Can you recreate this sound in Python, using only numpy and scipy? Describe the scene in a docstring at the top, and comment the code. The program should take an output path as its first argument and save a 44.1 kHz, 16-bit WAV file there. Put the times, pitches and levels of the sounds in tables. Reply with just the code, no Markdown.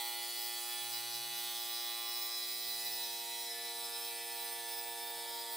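"""Patio: a wet tile saw cuts a tile pushed slowly deeper into the blade.
The rough rim grinds in a pattern that repeats twice a turn: a buzz of partials shaped by tub, blade and tile.
Harder push brings more screech, with brief bites on top. Spray hisses (shaped noise) in time with the rim.
Faint motor tones (sines), outdoor rumble (shaped noise) and a far vehicle (gliding sine) in two gears."""
import sys
import numpy as np
from scipy import signal
from scipy.fft import rfft, irfft
from scipy.io import wavfile
from scipy.ndimage import uniform_filter1d, map_coordinates

SR = 44100
rng = np.random.default_rng(int(sys.argv[2]) if len(sys.argv) > 2 else 0)


def unload_wav(signal):
    """Save mono or channel-first audio to the path in sys.argv[1] as 16-bit WAV at rate SR, clipped to [-1, 1]."""
    wavfile.write(
        sys.argv[1],
        SR,
        np.round(np.clip(np.atleast_2d(signal).T, -1, 1) * 32767).astype(np.int16),
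    )


N = 245195

# outdoor rumble spectrum: (frequency [Hz], relative density [dB])
RUMBLE_SPECTRUM = [(20, -31), (50, -21), (80, -11), (115, 5), (160, -2.5), (220, -3.5), (320, -1.5),
                   (600, -15.5)]
# distant vehicle, one table a gear: (time [s], exhaust [Hz], level [dB])
GEARS = [
    [(.68, 112.3, -97), (.82, 118, -74), (1.2, 132, -69), (1.35, 154.3, -71), (1.55, 172.7, -77),
     (1.7, 192, -85), (1.95, 227, -85), (2.05, 230, -100)],
    [(2.42, 179.9, -100), (2.53, 171, -79), (2.72, 156, -74), (3.13, 186, -78), (3.4, 205.6, -80),
     (3.65, 222, -80), (3.9, 235, -80)],
]
# steady motor tones: (frequency [Hz], level [dB])
MOTOR_TONES = [(400, -88), (719, -77.5), (240, -92.5)]
# spray and slurry spectrum: (frequency [Hz], relative density [dB])
SPRAY_SPECTRUM = [(200, -22), (400, -9), (650, -7), (1200, -9), (2000, -1.5), (2800, 2), (3500, 3.5),
                  (4900, 10.5), (6500, 0.5), (8500, 12), (11500, 2.5), (14000, 8.5), (15100, -8),
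                  (16000, -18)]
# hollow rings stirred by the slurry: (frequency [Hz], width [Hz], level before stirring [dB])
HOLLOW_RINGS = [(591, 31, -66), (872.5, 11, -65), (3517, 60, -57.5), (2000, 920, -77)]
# stirring of the hollow rings: (time [s], gain [1])
STIRRING = [(0, 0.17), (2.3, 0.17), (2.9, 0.4), (4.6, 0.17), (5.1, 0.84), (5.56, 0.75)]
# motor sagging under load: (time [s], buzz = twice the shaft speed [Hz])
BUZZ_SPEED = [(0.0, 117.7), (0.42, 117.4), (1.18, 117.4), (2.24, 117.2), (3.2, 116.5), (4.96, 116.5),
              (5.05, 116.8), (5.56, 116.2)]
# progress of the cut: (time [s], depth [0-1])
CUT_DEPTH = [(0, 0.33), (1.9, 0.36), (2.4, 0.42), (3.0, 0.71), (3.42, 0.76), (3.52, 0.99), (4.5, 1),
             (5.56, 0.99)]
# push on the tile: (time [s], push [dB])
PUSH = [(0.0, -2), (0.12, -0.6), (1.25, -1.7), (1.8, 2.6), (2.45, 6), (2.95, 4.9), (3.2, 1), (3.6, 1.2),
        (4.6, -8), (5.56, -5)]
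# rim bites harder and screeches: (time [s], length [s], strength [dB])
BITES = [(.43, 0.11, 8), (.96, .07, 8), (1.16, .07, 9), (1.39, 0.081, 7), (1.6, 0.037, 4.5),
         (1.75, 0.063, 4.5), (2.735, .03, 1), (2.81, .025, 2.5), (2.87, 0.031, 4.5), (3.03, 0.056, 5),
         (3.7, 0.033, 2.5), (3.84, 0.071, 5.5), (3.96, .03, 8), (4.07, 0.087, 4.5), (4.37, 0.088, 7),
         (4.48, 0.14, 7.5), (4.73, 0.14, 9), (5.07, .12, 1), (5.37, 0.1, 6.5)]
# tile shifts in the slot: (time [s], length [s], 7th partial [dB], 8th [dB], 15th [dB])
TILE_SHIFTS = [(.33, 0.071, -11, -4, -1), (.8, 0.38, 3.5, 2, 7), (2.52, 0.32, -9.5, -6, -21),
               (3.04, 0.13, -2, 5, 0), (3.35, 0.34, -1.5, 9.5, -8), (3.55, 0.18, -3, -8, 7.5),
               (5.4, .3, -8, 0.5, -6)]
# first contact wears off; the cut eases towards the end
ENTRY_DECAY_S, EASE_FROM_S, EASE_UNTIL_S = 0.25, 4.2, 5.04
# low partials, 2nd upwards, before register levelling: (relative level at tile edge [dB], deep [dB])
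LOW_PARTIALS = [(-92, -82.5), (-64, -68), (-79.5, -62), (-72, -75.5), (-70, -61), (-58.3, -61.7),
                (-71.6, -58.4), (-71.5, -85.5), (-73.5, -76), (-77.5, -81.5), (-73, -78), (-79, -82),
                (-78, -82), (-71, -61.5), (-64, -70), (-62.5, -62), (-67.5, -67.5), (-73.5, -68),
                (-66.5, -65), (-59.5, -70), (-62.5, -64.5), (-76, -68.5), (-69, -76.5), (-55, -73),
                (-76, -70), (-60.5, -82.5), (-66, -73), (-57, -75.5), (-80, -74)]
# blade and tile resonances, shaping the partials above those:
# (frequency [Hz], width [Hz], relative level at tile edge [dB], deep [dB])
CUT_MODES = [(3519, 160, -58, -63), (3954, 114, -49.5, -68), (4392, 159, -48, -73), (4940, 198, -66, -62),
             (5260, 69, -71, -60.5), (5820, 550, -64, -71), (6180, 201, -61, -71), (6910, 840, -67.5, -70),
             (7010, 360, -66, -79.5), (8006, 500, -63, -66.5), (8250, 170, -62, -71),
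             (8885, 184, -62.5, -60.5), (9610, 120, -60, -64.5), (10020, 120, -55.5, -67),
             (10200, 130, -66, -65.5), (10530, 540, -66.5, -64.5), (11320, 110, -60.5, -75),
             (11820, 970, -72, -67.5), (12500, 490, -60, -60.5), (13130, 500, -74, -58),
             (13500, 910, -68, -70), (14100, 650, -71, -64), (15040, 140, -57, -45.5),
             (15550, 220, -56, -62), (15200, 1300, -62, -68)]
# multiples of the buzz that stand out, three hum tones then the blade's ring: (order [1])
TONE_ORDERS = (7, 8, 15, 34)
# their levels: (tile edge [dB], deep [dB], entry [dB], easing [dB], push share [dB/dB], bite share [dB/dB])
TONE_LEVELS = [(-54.5, -59.5, 6.5, 4, 0.1, 0.13), (-77, -58, 15, 5, 0.14, 0.22),
               (-69, -61.5, -5, 4, -0.2, -0.074), (-53.5, -49.5, 5.5, -5.5, .7, 0.49)]
# lower edges of drone, rasp, grind, screech, sizzle, treble: (frequency [Hz])
REGISTER_EDGES_HZ = (1000, 1690, 3100, 4750, 5550, 11800)
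# rasp, grind, screech, sizzle, before the drive offset:
# (tile edge [dB], deep [dB], entry [dB], easing [dB], push share [dB/dB], bite share [dB/dB])
REGISTER_LEVELS = [(-48, -52, 4, -3, -0.17, .05), (-42, -49.5, 4.5, -1, -0.22, 0.059),
                   (-49.5, -46.5, -5, 2.3, 0.91, 0.64), (-44.5, -46.5, 0.9, -2.5, -0.12, 0.049)]
# drone before offsets: (time [s], level [dB])
DRONE_LEVEL = [(0.0, -56.5), (0.43, -60.5), (0.59, -56), (1.31, -60), (1.5, -56.5), (1.95, -54.5),
               (3.33, -66), (3.96, -57.5), (4.18, -63), (5.56, -61)]
# treble before offsets: (time [s], level [dB])
TREBLE_LEVEL = [(0.0, -48.5), (1.16, -50.5), (2.28, -45.5), (2.32, -48), (3.19, -49), (3.62, -52),
                (4.09, -49.5), (5.42, -52), (5.56, -49)]
# steadiness of the partials: (frequency [Hz], looseness at depth 0 [1], share of slow fading [1])
UNSTEADINESS = [(350, .074, .04), (900, .14, .33), (1500, .3, .7), (2000, .31, .92), (3700, .36, 1),
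                (4000, .38, 1), (4400, .48, 1.1), (5000, .85, 1), (6000, .95, 1.1), (15000, 1.5, .8)]
# screech: the rim catches once a cycle, a short upward sweep whose partials flutter together
SCREECH_SCATTER_RAD, SCREECH_TOGETHER, SCREECH_SWEEP_HZ_PER_S = .35, .5, 130000
# between the two microphones: (frequency [Hz], left-right [dB], left lead [rad], likeness [0-1])
PORTS = [(100, -0.6, -0.09, 0.94), (240, -0.5, -0.05, 0.9), (400, -1.1, -0.11, 0.991),
         (800, -0.8, 0.18, 0.86), (1300, -3.9, 0.34, 0.675), (1800, -0.7, -0.09, 0.894),
         (2500, 0.5, -0.04, 0.956), (3500, -0.3, 0.08, 0.953), (4500, -0.3, -0.01, 0.94),
         (6500, -0.6, -0.15, 0.768), (8500, -2.7, 0.04, 0.792), (10500, -2.3, 0.12, 0.621),
         (12500, -5.6, -0.58, 0.522), (14000, -5.5, -1.39, 0.599), (15300, -5.1, -1.13, 0.79)]
CUTOFF_HZ = 15750


def from_db(db):
    """Decibels to gain."""
    return 10 ** (np.asarray(db) / 20)


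def rms_one(x):
    """Scale to unit rms."""
    return x / np.sqrt(np.mean(np.abs(x) ** 2) + 1e-20)


def in_time(rows, t):
    """Columns of a curve at the times t."""
    time_s, *columns = np.transpose(rows)
    return [np.interp(t, time_s, c) for c in columns]


def at_hz(points, hz, axis=1):
    """One column of a spectrum, read on a log-frequency axis."""
    columns = np.transpose(points)
    return np.interp(np.log(hz + 1), np.log(columns[0] + 1), columns[axis])


def resonance(hz, centre_hz, width_hz):
    """Resonance gain with steep skirts: 1 on top, half at the edges of its width."""
    return 1 / (1 + (2 * (hz - centre_hz) / width_hz) ** 2)


def noise(gain):
    """Unit-rms noise coloured by a gain for each frequency."""
    return rms_one(irfft(rfft(rng.standard_normal(N)) * gain, N))


def wander(shape, rate_hz, cycle_hz):
    """Low-passed complex chance, one value per row and cycle; unit rms."""
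    pole = np.exp(-2 * np.pi * rate_hz / cycle_hz)
    rows, cycles = shape
    white = rng.standard_normal((rows, 2 * cycles, 2)) @ [1, 1j]
    smooth = signal.lfilter([1], [1, -2 * pole, pole * pole], white)
    return rms_one(smooth[:, cycles:])  # filter settles over the first half


def bumps(rows, t):
    """Rounded swells (time, length, dB, ..), summed for each dB column."""
    time_s, length_s, *db = np.transpose(rows)
    offset = 2 * (t - time_s[:, None]) / length_s[:, None]
    return np.array(db) @ .5 ** (offset ** 2)


def cut_depth(t):
    """Depth of the cut, 0-1."""
    return in_time(CUT_DEPTH, t)[0]


def driven(rows, t):
    """Level in dB of each row, driven by depth, first contact, easing, push and bites."""
    depth = np.clip(cut_depth(t), 0, 1)
    entry = np.exp(-t / ENTRY_DECAY_S)
    easing = np.interp(t, [EASE_FROM_S, EASE_UNTIL_S], [0, 1])
    return np.array(rows) @ [1 - depth, depth, entry, easing, in_time(PUSH, t)[0], bumps(BITES, t)[0]]


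def rumble(hz, level_db=-75.0):
    """Steady outdoor rumble: noise weighted to the low frequencies."""
    return from_db(level_db) * noise(from_db(at_hz(RUMBLE_SPECTRUM, hz)))


def vehicle(t):
    """Only the exhaust's lowest note carries; it climbs in 1st gear, dips then climbs in 2nd."""
    out = np.zeros(N)
    for gear in GEARS:
        exhaust_hz, db = in_time(gear, t)
        note = np.sqrt(2) * np.sin(2 * np.pi * np.cumsum(exhaust_hz) / SR)
        out += from_db(db) * note * (t > gear[0][0]) * (t < gear[-1][0])
    return out


def motor(t):
    """Faint steady tones of the motor, at random phases."""
    return sum(from_db(db) * np.sqrt(2) * np.sin(2 * np.pi * (tone_hz * t + rng.random()))
               for tone_hz, db in MOTOR_TONES)


def spray(t, hz, cycles, spray_db=-52, throb=0.33, deep_db=0.5):
    """Water flung off the rim hisses in time with it; slurry stirs hollow rings."""
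    coarse_t = t[::200]
    sizzle_db = np.interp(t, coarse_t, driven(REGISTER_LEVELS, coarse_t)[-1])
    # flow partly follows the sizzle register
    flow_db = spray_db + deep_db * cut_depth(t) + 0.29 * (sizzle_db - sizzle_db.mean())
    throbbing = 1 + throb * np.cos(2 * np.pi * cycles)
    hiss = from_db(flow_db) * noise(from_db(at_hz(SPRAY_SPECTRUM, hz))) * throbbing
    hollow = sum(from_db(db) * noise(resonance(hz, centre_hz, width_hz))
                 for centre_hz, width_hz, db in HOLLOW_RINGS)
    return hiss + hollow * in_time(STIRRING, t)[0]


def screeching(hz):
    """Which partials lie in the screech register."""
    return (hz > REGISTER_EDGES_HZ[3]) & (hz < REGISTER_EDGES_HZ[4])


def register_levels(t, cycle_hz, drone_db=1.0, treble_db=4.0, treble_bite=.25, flicker_db=1.23,
                    flicker_rate_hz=4):
    """Level in dB of the six grinding registers; each flickers a little on its own."""
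    drone = in_time(DRONE_LEVEL, t)[0] + drone_db
    treble = in_time(TREBLE_LEVEL, t)[0] + treble_db + treble_bite * bumps(BITES, t)[0]
    db = np.vstack([drone, driven(REGISTER_LEVELS, t), treble])
    return db + flicker_db * wander(db.shape, flicker_rate_hz, cycle_hz).real


def cut_spectrum(hz, depth):
    """Partials before fading and levelling: listed low ones, then modes ringing, edge to deep."""
    low_db = np.transpose(LOW_PARTIALS)
    centre_hz, width_hz, *mode_db = np.transpose(CUT_MODES)
    ringing = [np.linalg.norm(from_db(db) * resonance(hz, centre_hz, width_hz), axis=1) for db in mode_db]
    edge, deep = [np.r_[from_db(low), high[len(low):]][:, None] for low, high in zip(low_db, ringing)]
    return np.sqrt(2) * edge ** (1 - depth) * deep ** depth


def partial_levels(t, cycle_hz, order, drift_db=4.0, drift_rate_hz=0.53, drive_db=-3.0):
    """Level of every partial (rows) at the times t (columns): cut spectrum, fading, registers, tones."""
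    hz = order * cycle_hz
    level = cut_spectrum(hz, np.clip(cut_depth(t), 0, 1))
    # as the contact point moves along the tile, neighbouring partials fade and return together
    fading = rms_one(uniform_filter1d(wander(level.shape, drift_rate_hz, cycle_hz).real, 2, axis=0))
    # they can sink deep but hardly rise
    level = level * from_db(drift_db * np.minimum(fading, .9) * at_hz(UNSTEADINESS, hz, axis=2))
    # partials below the drone keep their level; prominent tones follow their own rule
    register = np.digitize(hz[:, 0], REGISTER_EDGES_HZ)
    prominent = np.isin(order[:, 0], TONE_ORDERS)
    for k, register_db in enumerate(register_levels(t, cycle_hz)):
        inside = (register == k + 1) & ~prominent
        level[inside] *= from_db(register_db + drive_db) / np.linalg.norm(level[inside], axis=0)
    tones_db = driven(TONE_LEVELS, t)
    tones_db[:-1] += bumps(TILE_SHIFTS, t)
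    level[prominent] = from_db(tones_db)
    return level


def rim_pattern(hz, depth, edge_scatter_rad=1.0, deep_scatter_rad=1.79, smear_s=.0012):
    """Partial phases: at the edge the rim knocks once a cycle, deep in the slot it rubs all round."""
    scatter = edge_scatter_rad + (deep_scatter_rad - edge_scatter_rad) * depth
    scatter = scatter + np.interp(hz, [5000, 8000], [0, .9])
    scatter = np.where(screeching(hz), SCREECH_SCATTER_RAD, scatter)
    # the knock is smeared into a short upward chirp, smear_s late at 5 kHz
    chirp = np.pi * smear_s * hz ** 2 / 5000
    sweep = np.pi * (hz - REGISTER_EDGES_HZ[3]) ** 2 / SCREECH_SWEEP_HZ_PER_S
    chirp = np.where(screeching(hz), sweep, chirp)
    return np.exp(1j * (scatter * rng.standard_normal(hz.shape) - chirp))


def unsteadiness(hz, depth, cycle_hz, wear=0.55, flutter=0.74, grit=0.43, flutter_rate_hz=17,
                 catch=0.49, catch_rate_hz=25):
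    """Complex gain of each partial and cycle; high partials and a deep cut are the least steady."""
    loose = at_hz(UNSTEADINESS, hz) * (1 + .5 * depth)
    shape = loose.shape
    chance = sum(share * wander(shape, rate_hz, cycle_hz)
                 for share, rate_hz in [(wear, 1.5), (flutter, flutter_rate_hz), (grit, 90)])
    together = SCREECH_TOGETHER * screeching(hz)
    shared = catch * wander((1, shape[1]), catch_rate_hz, cycle_hz)
    chance = np.sqrt(1 - together) * chance + np.sqrt(together) * shared
    return (1 + loose * chance) / np.sqrt(1 + loose ** 2 * (wear ** 2 + flutter ** 2 + grit ** 2))


def blade(t, speed_hz, cycles, size=2048):
    """Rim pattern as one waveform a cycle (half a turn), crossfaded as the cut moves on."""
    when = np.interp(np.arange(int(cycles[-1]) + 2), cycles, t)
    order = np.arange(2, int(CUTOFF_HZ / speed_hz.min()) + 1)[:, None]
    cycle_hz = speed_hz.mean()
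    hz, depth = order * cycle_hz, cut_depth(when)
    level = partial_levels(when, cycle_hz, order)
    partials = level * rim_pattern(hz, depth) * unsteadiness(hz, depth, cycle_hz)
    # two empty rows: DC and the fundamental
    waves = irfft(np.pad(partials, ((2, 0), (0, 0))), size, axis=0) * size / np.sqrt(2)
    wrapped = np.vstack([waves, waves[:1]])
    return map_coordinates(wrapped, [cycles % 1 * size, cycles], order=1)


def patio(t, hz):
    """Street far behind and saw close by, as they arrive along one path."""
    speed_hz = in_time(BUZZ_SPEED, t)[0]
    cycles = np.cumsum(speed_hz) / SR
    street = rumble(hz) + vehicle(t)
    return street + motor(t) + spray(t, hz, cycles) + blade(t, speed_hz, cycles)


def microphones(direct, scattered, hz, scatter_db=-2.5):
    """Two ports at different angles; sound scattered off paving and fence sets them apart."""
    skew = from_db(at_hz(PORTS, hz, axis=1) / 2) * np.exp(.5j * at_hz(PORTS, hz, axis=2))
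    ports = np.array([skew, 1 / skew]) / np.abs((skew + 1 / skew) / 2)
    alike = np.clip(at_hz(PORTS, hz, axis=3), 0, 1)
    side = from_db(scatter_db) * np.sqrt((1 - alike) / (1 + alike))
    # scattered sound enters the two ports in opposite sign
    return irfft(ports * rfft(direct) + side * rfft(scattered) * [[1], [-1]], N)


def scene():
    """Direct sound and a scattered copy with its own random draws."""
    t = np.arange(N) / SR
    hz = np.arange(N // 2 + 1) * SR / N
    return microphones(patio(t, hz), patio(t, hz), hz)


def record(dry):
    """Steep low-pass at the cutoff."""
    lowpass = signal.ellip(12, .1, 90, CUTOFF_HZ, fs=SR, output="sos")
    return signal.sosfilt(lowpass, dry)


dry = scene()
out = record(dry)
unload_wav(out)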